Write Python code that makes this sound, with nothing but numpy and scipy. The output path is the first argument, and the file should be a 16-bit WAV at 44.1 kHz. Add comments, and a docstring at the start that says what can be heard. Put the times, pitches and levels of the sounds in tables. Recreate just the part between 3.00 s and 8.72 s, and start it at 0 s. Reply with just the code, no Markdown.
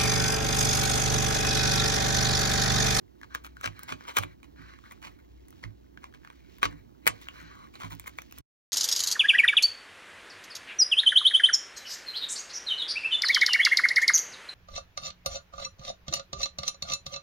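"""A kitchen knife scrapes and pries at a cooked lobster shell in a steel bowl that stands in a sink.
Over a steady room with refrigerator hum and a patchy wet rustle, small snaps and rasping strokes begin.
Snaps ring pieces of shell, crunches are dense fractures, strokes are friction noise in the shell's bands.
Hard pushes thud through low basin modes; the strongest cracks come near 1.2, 3.6 and 4.1 s.
Smaller snaps and crunches follow until all sound stops at 5.4 s; two microphone ports hear it in stereo."""
import sys
import numpy as np
from scipy import signal
from scipy.fft import rfft, irfft, next_fast_len
from scipy.io import wavfile
from scipy.ndimage import map_coordinates

SR = 44100
rng = np.random.default_rng(int(sys.argv[2]) if len(sys.argv) > 2 else 0)


def put_to_file(sound):
    """Save the sound as 16-bit audio at rate SR, in the file named by the first command-line argument."""
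    columns = np.atleast_2d(sound).T  # one column per channel
    safe = np.clip(columns, -1, 1)
    whole_steps = np.round(safe * 32767)
    wavfile.write(sys.argv[1], SR, whole_steps.astype(np.int16))


N = 252252
TIME = np.arange(N) / SR
END_S = 5.412

# runs of small fractures as the shell gives way: start_s, length_s, level_db (before the layer gain),
# treble_db (relative to level)
CRUNCH_RUNS = [(0.225, 0.033, -58.5, -14), (0.341, 0.023, -44, -13), (0.437, 0.037, -51, -1),
               (0.628, 0.066, -39.5, -12), (0.817, 0.031, -58, -15), (0.876, 0.072, -42.5, -11.5),
               (1.068, 0.064, -44, -9), (1.138, 0.056, -51, -4), (1.162, 0.039, -32, -8),
               (1.202, 0.056, -49, -5), (1.433, .027, -60.5, -6), (1.901, 0.038, -56.5, -3),
               (2.016, 0.089, -50, -10.5), (2.623, 0.044, -55.5, -19), (3.014, 0.062, -61, -12),
               (3.136, 0.034, -59.5, -12), (3.615, 0.018, -44, -15), (3.628, 0.039, -31, -32),
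               (4.057, 0.0062, -42.5, -10), (4.066, 0.023, -32, -11.5), (4.21, 0.025, -54.5, -2),
               (4.732, 0.06, -56.5, -9), (4.79, 0.099, -47.5, -9.5), (4.901, 0.051, -51.5, -2),
               (5.058, 0.05, -54, 0.5), (5.172, .035, -60.5, 3), (5.313, 0.049, -66, -3),
               (5.368, 0.038, -58.5, -5)]
# resonances of the hollow shell: pitch_hz, width_hz (before any narrowing), level_db (relative)
SHELL_MODES = [(518, 300, -6.5), (1137, 291, 1), (1550, 317, -3), (1900, 423, -7.5), (2280, 340, -2.5),
               (3055, 805, -9), (4370, 690, -12.5), (5800, 3200, -19)]


def amp(db):
    """Gain of a level in dB."""
    return 10 ** (np.asarray(db) / 20)


def unit(x):
    """x at rms 1."""
    return x / np.sqrt(np.mean(x ** 2) + 1e-20)


def along(points, hz, axis=1):
    """One column of (Hz, value, ..) points, interpolated on a log frequency axis."""
    table = np.transpose(points)
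    return np.interp(np.log(hz + 1), np.log(table[0] + 1), table[axis])


def filtered(x, response):
    """x times a complex response of frequency, padded so that tails do not wrap round."""
    m = next_fast_len(N + SR // 4)
    spectrum = rfft(x, m) * response(np.fft.rfftfreq(m, 1 / SR))
    return irfft(spectrum, m)[..., :N]


def wobble(rate):
    """A smooth random curve, rate knots a second."""
    knots = rng.standard_normal(int(N * rate / SR) + 4)
    return map_coordinates(knots, [TIME * rate])


def runs(starts, lengths, values, lean, flat):
    """Sum of swells, one a run; lean under 1 rises faster than it falls, small flat widens the top."""
    out = np.zeros(N)
    for s, length, value in zip(starts, lengths, values):
        u = np.linspace(0, 1, round(length * SR))
        out[round(s * SR):][:len(u)] += value * np.abs(np.sin(np.pi * u ** lean)) ** flat
    return out


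def mode(f, hz, width_hz):
    """One causal resonance of peak gain 1."""
    return 1j * f * width_hz / (hz * hz - f * f + 1j * f * width_hz)


def shell(f):
    """The hollow shell's resonances, neighbours opposed in sign."""
    modes = enumerate(SHELL_MODES)
    return sum((-1) ** k * amp(db) * mode(f, hz, width_hz) for k, (hz, width_hz, db) in modes)


def brittle(f):
    """The wide, dry tick of a fresh fracture."""
    return mode(f, 11000, 16000) ** 2


def grit(per_s, spread_db, hiss):
    """Random fractures of unequal size over fine friction noise, rms 1."""
    struck = rng.random(N) < per_s / SR
    size = amp(spread_db * np.minimum(rng.exponential(size=N), 3))
    ticks = struck * size * rng.standard_normal(N)
    return unit(unit(ticks) + hiss * rng.standard_normal(N))


def snaps():
    """A sharp break and milliseconds of splinters ring the broken piece and the whole shell, and tick."""
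    # shell breaks: start_s, level_db (before the layer gains), pitch_hz of the piece,
    # treble_db (tick relative to level, before its gain)
    breaks = [(0.2141, -38.5, 1700, -21), (0.2321, -32, 1570, -44), (0.3491, -19.5, 1610, -16),
              (0.4465, -34, 1300, -27), (0.473, -40.5, 1290, -39), (0.5684, -35.5, 1490, -30),
              (0.6115, -36, 1340, -14.5), (0.6419, -22, 1600, -35.5), (0.6589, -17.5, 2290, -22),
              (0.6746, -26.5, 2460, -29.5), (0.7924, -35.5, 1270, -10), (0.833, -37, 2250, -2),
              (0.8846, -28.5, 2220, -42), (0.901, -27, 2150, -36.5), (0.9232, -19.5, 2430, -42),
              (1.0085, -37.5, 1590, -36), (1.052, -38.5, 1320, -31), (1.0814, -35, 1410, -22),
              (1.1681, -10.5, 2410, -13), (1.1859, -15.5, 2360, -8.5), (1.226, -29, 2260, -20),
              (1.2348, -20.5, 2314, -24), (1.4304, -39.5, 2380, -16), (1.737, -41.5, 1670, -34),
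              (1.788, -41, 1180, -32), (1.839, -48.5, 1300, -30), (1.858, -44.5, 2000, -32),
              (1.9111, -38, 2080, -27), (1.9212, -38.5, 2200, -10), (2.026, -42, 1700, -27),
              (2.0384, -36, 1550, -29), (2.4838, -55, 2000, 1), (2.506, -58.5, 1980, 4),
              (2.5267, -49.5, 1270, -20.5), (2.6385, -25.5, 2000, -37), (2.974, -37.5, 1580, -52),
              (3.033, -43.5, 1500, -25), (3.0413, -30, 1077, -27), (3.125, -50.5, 1280, -26),
              (3.1391, -40.5, 1600, -25), (3.233, -51, 1690, -33), (3.2484, -36.5, 1640, -47),
              (3.2741, -39.5, 1230, -41), (3.301, -35.5, 1030, -28), (3.5839, -42, 1060, -12),
              (3.6297, -6.5, 1146, -42), (3.7276, -41.5, 1030, -37), (4.0673, -7, 2280, -14),
              (4.0754, -6, 2260, -8), (4.2704, -40, 1550, -39), (4.2856, -25.5, 2910, -29),
              (4.34, -44, 1375, -36), (4.358, -41.5, 1400, -36), (4.7547, -33, 4100, -30),
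              (4.8226, -36, 2280, -30), (4.9082, -37.5, 1900, -28), (4.9221, -32, 1040, -16),
              (4.951, -49, 2200, 1), (4.9973, -34.5, 2230, -4), (5.0413, -42, 2340, -19),
              (5.06, -38, 2160, -31), (5.0738, -29, 2160, -19), (5.0776, -31.5, 2200, -5.5),
              (5.1862, -19.5, 2334, -34), (5.219, -36, 6040, -15), (5.3113, -44, 2680, -9),
              (5.3239, -39, 2650, -6.5), (5.378, -44, 2400, -13), (5.385, -42.5, 3090, 0.5)]
    piece, blows, ticks = np.zeros((3, N + SR))
    t = np.arange(SR // 25) / SR
    impulse = np.arange(len(t)) == SR // 3000  # the break itself, a third of a millisecond in
    for s, db, hz, treble_db in breaks + faint_snaps():
        start = round(s * SR)
        at = slice(start, start + len(t))
        splinters = rng.standard_normal((2, len(t))) * amp(-60 * t / .006) * np.minimum(t / 0.00025, 1)
        splinters /= np.linalg.norm(splinters, axis=1, keepdims=True)
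        burst = .6 * splinters + [[.8], [.5]] * impulse
        t60_s = 11 / hz + 0.0032  # eleven cycles and a little more: high pieces die sooner
        ring = np.sin(2 * np.pi * hz * t) * np.minimum(t / 0.00091, 1)
        piece[at] += amp(db - 60 * t / t60_s) * ring
        blows[at] += amp(db) * burst[0]
        ticks[at] += amp(db + treble_db) * burst[1]
    hollow = amp(24.5) * filtered(blows[:N], shell)
    dry_ticks = amp(29) * filtered(ticks[:N], brittle)
    return amp(4.5) * piece[:N] + hollow + dry_ticks


def faint_snaps():
    """Small snaps at chance moments, as strong as the blade is pressing just then."""
    count, over_press_db, treble_db = 75, 5, -18.5
    middle_hz, spread_octaves = 1700, .4
    s, length, db, *_ = strokes()
    press = runs(s, length, amp(db), lean=.7, flat=0.57) + amp(-65.5)  # never quite released
    place, pitch = rng.random((count, 2)).T
    start_s = place * END_S
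    level_db = 20 * np.log10(press[(start_s * SR).astype(int)]) + over_press_db
    pitch_hz = middle_hz * 2 ** (spread_octaves * (2 * pitch - 1))
    return [(s, db, hz, treble_db) for s, db, hz in zip(start_s, level_db, pitch_hz)]


def crunches():
    """Dense fractures that swell fast and thin out slowly, through the shell and as dry ticks."""
    s, length, db, treble_db = np.transpose(CRUNCH_RUNS)
    breaks = grit(per_s=900, spread_db=3.5, hiss=0.54)
    body_swell = runs(s, length, amp(db), lean=0.73, flat=1.0)
    body = filtered(body_swell * breaks, shell) / np.std(filtered(breaks, shell))
    tick_swell = runs(s, length, amp(db + treble_db), lean=0.57, flat=0.68)
    return amp(5.5) * (body + filtered(tick_swell * breaks, brittle))


def scrape():
    """The edge catches on rough shell in uneven slips; resonances near the part under it ring most."""
    smooth_db, rough_db = -24, -12  # treble of a stroke that glides on wet shell, and of one that catches
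    blade_hz, blade_width_hz = 4100, 350  # the rubbed steel sings in one band
    shell_rings_db = 12  # lift of the rasp at the shell's resonances
    s, length, db, under_hz, treble_db = strokes()

    catch = np.clip((treble_db - smooth_db) / (rough_db - smooth_db), 0, 1)
    caught = runs(s, length, amp(db) * catch, lean=0.65, flat=0.47)
    pressed = runs(s, length, amp(db), lean=.7, flat=0.89)
    rough = np.clip(caught / (pressed + 1e-9), 0, 1)
    slips = unit(amp(2.2 * wobble(60)) * grit(per_s=920, spread_db=-1.0, hiss=1.6))
    glide = amp(1.3 * wobble(25)) * rng.standard_normal(N)
    rasp = np.sqrt(rough) * slips + np.sqrt(1 - rough) * glide

    ticks = runs(s, length, amp(db + treble_db), lean=.7, flat=0.51) * rasp
    out = filtered(ticks, brittle)
    steel = runs(s, length, amp(db), lean=.7, flat=1.0) * rasp
    out += filtered(steel, lambda f: mode(f, blade_hz, blade_width_hz) ** 2)
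    for k, (hz, width_hz, level) in enumerate(SHELL_MODES):
        near = amp(-5) + np.exp(-(np.log(hz / under_hz) / 0.26) ** 2)
        swell = runs(s, length, amp(db + shell_rings_db + level) * near, lean=.7, flat=1.0)
        out += (-1) ** k * filtered(swell * rasp, lambda f: mode(f, hz, 0.55 * width_hz))
    return amp(2.0) * out


def strokes():
    """Every pass of the blade: strokes that often overlap into one longer drag, and slides after crunches."""
    # strokes along the shell: start_s, length_s, level_db (before the layer gains),
    # pitch_hz of the part under the edge, treble_db (relative to level)
    passes = [(0.294, 0.11, -53.5, 1480, -22), (0.55, 0.16, -58, 1400, -13),
              (0.737, 0.21, -55.5, 1600, -20), (0.994, 0.14, -52.5, 1450, -26),
              (1.553, 0.16, -53.5, 1530, -25.5), (1.678, 0.12, -52.5, 1770, -23.5),
              (1.828, 0.083, -56.5, 1420, -18), (2.18, 0.058, -65, 1700, -11),
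              (3.23, 0.12, -61.5, 1610, -15), (3.323, .3, -67.5, 2200, -28.5),
              (4.015, 0.074, -60.5, 2200, -12), (4.216, 0.39, -60.5, 1430, -34),
              (4.343, 0.1, -49.5, 1940, -14), (4.425, 0.13, -52, 1670, -35),
              (4.505, 0.21, -54, 1140, -28.5), (4.993, 0.16, -74, 2210, -21)]
    # the freed blade slides on out of each crunch
    usual_crunch_db = -45
    slide_s, slide_db, slide_hz, slide_treble_db = .12, -64.5, 1900, -15  # after a usual crunch
    s_per_db, db_per_db = .004, 0.46  # a stronger crunch makes a longer, louder slide
    slides = []
    for s, length, db, _ in CRUNCH_RUNS:
        extra_db = db - usual_crunch_db
        slide_length = max(slide_s + s_per_db * extra_db, .02)
        slide_level = slide_db + db_per_db * extra_db
        slides.append((s + 0.78 * length, slide_length, slide_level, slide_hz, slide_treble_db))
    return np.transpose(passes + slides)


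def thuds():
    """Soft pushes through the bowl swell into the low modes of the basin, varied a little each time."""
    # pushes: start_s, level_db (relative), upper_db (added to the modes above 130 Hz)
    pushes = [(.66, -34.5, -2.5), (0.909, -39.5, 5.5), (1.181, -30, -6), (1.235, -37, 5), (1.579, -44, 2),
              (2.03, -50, 4), (2.64, -32, -12), (3.645, -31, -1), (3.721, -38, -1), (4.08, -35.5, -3.5),
              (4.419, -50, 8.5), (4.83, -34, -3.5), (4.91, -36, -0.5), (5.38, -44.5, -0.5)]
    # basin modes: pitch_hz and level_db (both before random variation), t60_s
    basin = [(51, -11, 0.33), (104.9, -3, 0.28), (165.4, -4.5, .2), (276, -2, 0.19), (347.7, -11.5, 0.24)]
    rise_s = 0.015
    out = np.zeros((2, N + SR))
    t = np.arange(SR // 2) / SR
    rise = 1 - np.exp(-(t / rise_s) ** 2)
    for s, db, upper_db in pushes:
        for hz, level, t60 in basin:
            size, tune, phase = rng.standard_normal((3, 2, 1))  # one draw for each row
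            mode_db = level + upper_db * (hz > 130) + 1.2 * size
            tone = np.sin(2 * np.pi * hz * (1 + 0.035 * tune) * t + 0.68 * phase)
            ring = amp(mode_db - 60 * t / t60) * tone
            out[:, round(s * SR):][:, :len(t)] += amp(db) * ring * rise
    return out[:, :N]


def echoes(x, life, delay):
    """Scattered answers, life times as long as the sink's; a new tail for every tenth of a second."""
    # ringing of the sink: pitch_hz, t60_s (before the life factor)
    sink_decay = [(300, 0.33), (1500, 0.081), (5000, 0.14), (15000, 0.03)]
    out, step = np.zeros((2, N + SR)), SR // 10
    for start in range(0, N, step):
        hz, t, z = signal.stft(rng.standard_normal((2, SR // 4)), SR, nperseg=128)
        decay = amp(-60 * t / (life * along(sink_decay, hz)[:, None]))
        tail = signal.istft(z * decay, SR, nperseg=128)[1]
        tail = tail / np.linalg.norm(tail[0])
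        wet = signal.fftconvolve(x[None, start:start + step], tail, axes=1)
        out[:, start + round(delay * SR):][:, :wet.shape[1]] += wet
    return out[:, :N]


def rustle():
    """Wet fingers and shifting meat: a faint patchy fizz of grit that swells and sinks."""
    # loudness curve: time_s, level_db (before the random wobble)
    motion = [(0, -80), (.12, -80), (.54, -71.5), (1.04, -63), (1.45, -77.5), (1.89, -68.5), (2.2, -76),
              (2.55, -69), (2.84, -79), (3.11, -78), (3.55, -65), (3.76, -79), (4.05, -75), (4.24, -60.5),
              (4.41, -66.5), (4.71, -72.5), (4.94, -63), (5.4, -65.5)]
    # colour of the fizz: pitch_hz, level_db (per Hz, relative)
    wet_colour = [(500, -20.5), (1200, -5.5), (3000, -1.5), (6000, -8.5), (12000, -19.5), (16000, -15)]
    db = np.interp(TIME, *np.transpose(motion))
    fizz = np.array([grit(per_s=1100, spread_db=-1.0, hiss=0.53) for row in (0, 1)])
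    coloured = unit(filtered(fizz, lambda f: amp(along(wet_colour, f))))
    return amp(db + 2.1 * wobble(25)) * coloured


def kitchen():
    """Room air as shaped noise, and a refrigerator's unsteady mains hum as a narrow band of noise."""
    # colour of the room air: pitch_hz, level_db (per Hz, relative)
    air_colour = [(25, -22), (60, -0.5), (90, -5.5), (160, -13), (280, -2.5), (380, -6), (450, -12.5),
                  (800, -19), (1400, -28), (2300, -37), (4500, -37.5), (7000, -41.5), (12000, -41),
                  (16000, -38.5)]
    noise = rng.standard_normal((2, 2, N))
    air = amp(-57) * unit(filtered(noise[0], lambda f: amp(along(air_colour, f))))
    hum = amp(-59) * unit(filtered(noise[1], lambda f: mode(f, 60, 5.9) ** 2))
    return air * amp(1.2 * wobble(4.6)) + hum


def scene():
    """Two rows: the sound field both ports share, and the scattered part in which they differ."""
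    lobster = snaps() + crunches() + scrape()
    bowl = amp([[-14], [-3]]) * echoes(lobster, life=0.12, delay=0)
    sink = amp(-12) * echoes(lobster, life=1.0, delay=0.0028)
    direct = lobster * [[1], [0]]
    return direct + bowl + sink + thuds() + rustle() + kitchen()


def record(dry):
    """Ports colour and turn the field by frequency; sound stops at END_S, peaks bend, the top is cut."""
    # the pair of ports: pitch_hz, left_lead_rad, left_minus_right_db, likeness (0-1)
    ports = [(40, -0.7, 7.5, .7), (128, -1.55, -18.5, 0.4), (198, -2.5, -12, 0.7), (366, -2.5, -5, 0.93),
             (950, -4, -0.5, 0.96), (1400, -4, 3.5, 1), (2000, -6, 1, 0.6), (2834, -3.5, -0.5, 0.3),
             (4160, -5, -3, 1), (5500, -4.5, 3, 1), (5780, -5, 0.5, 0), (8360, -3, -2.5, 1),
             (9800, -3, 0.5, 1), (11450, -3.0, 1.5, .99), (13300, -2.3, -0.5, 0.6), (15400, -0.7, -1, 1)]
    ceiling, knee = .6, 3  # the input stage bends its highest peaks
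    top_hz = 16900  # nothing passes above

    def port(side, part):
        def response(f):
            turn = np.arccos(np.clip(along(ports, f, axis=3), 0, 1)) / 2
            level = amp(side * along(ports, f, axis=2) / 2)
            lean = level * np.exp(side * .5j * along(ports, f))
            return lean * (side * np.sin(turn) if part else np.cos(turn))
        return response

    running = dry * np.clip((END_S - TIME) / .006, 0, 1)
    pair = np.array([sum(filtered(running[part], port(side, part)) for part in (0, 1))
                     for side in (1, -1)])  # left, right
    bent = pair / (1 + np.abs(pair / ceiling) ** knee) ** (1 / knee)
    return filtered(bent, lambda f: np.clip((top_hz - f) / 900, 0, 1) ** 2)


dry = scene()
out = record(dry)
put_to_file(out)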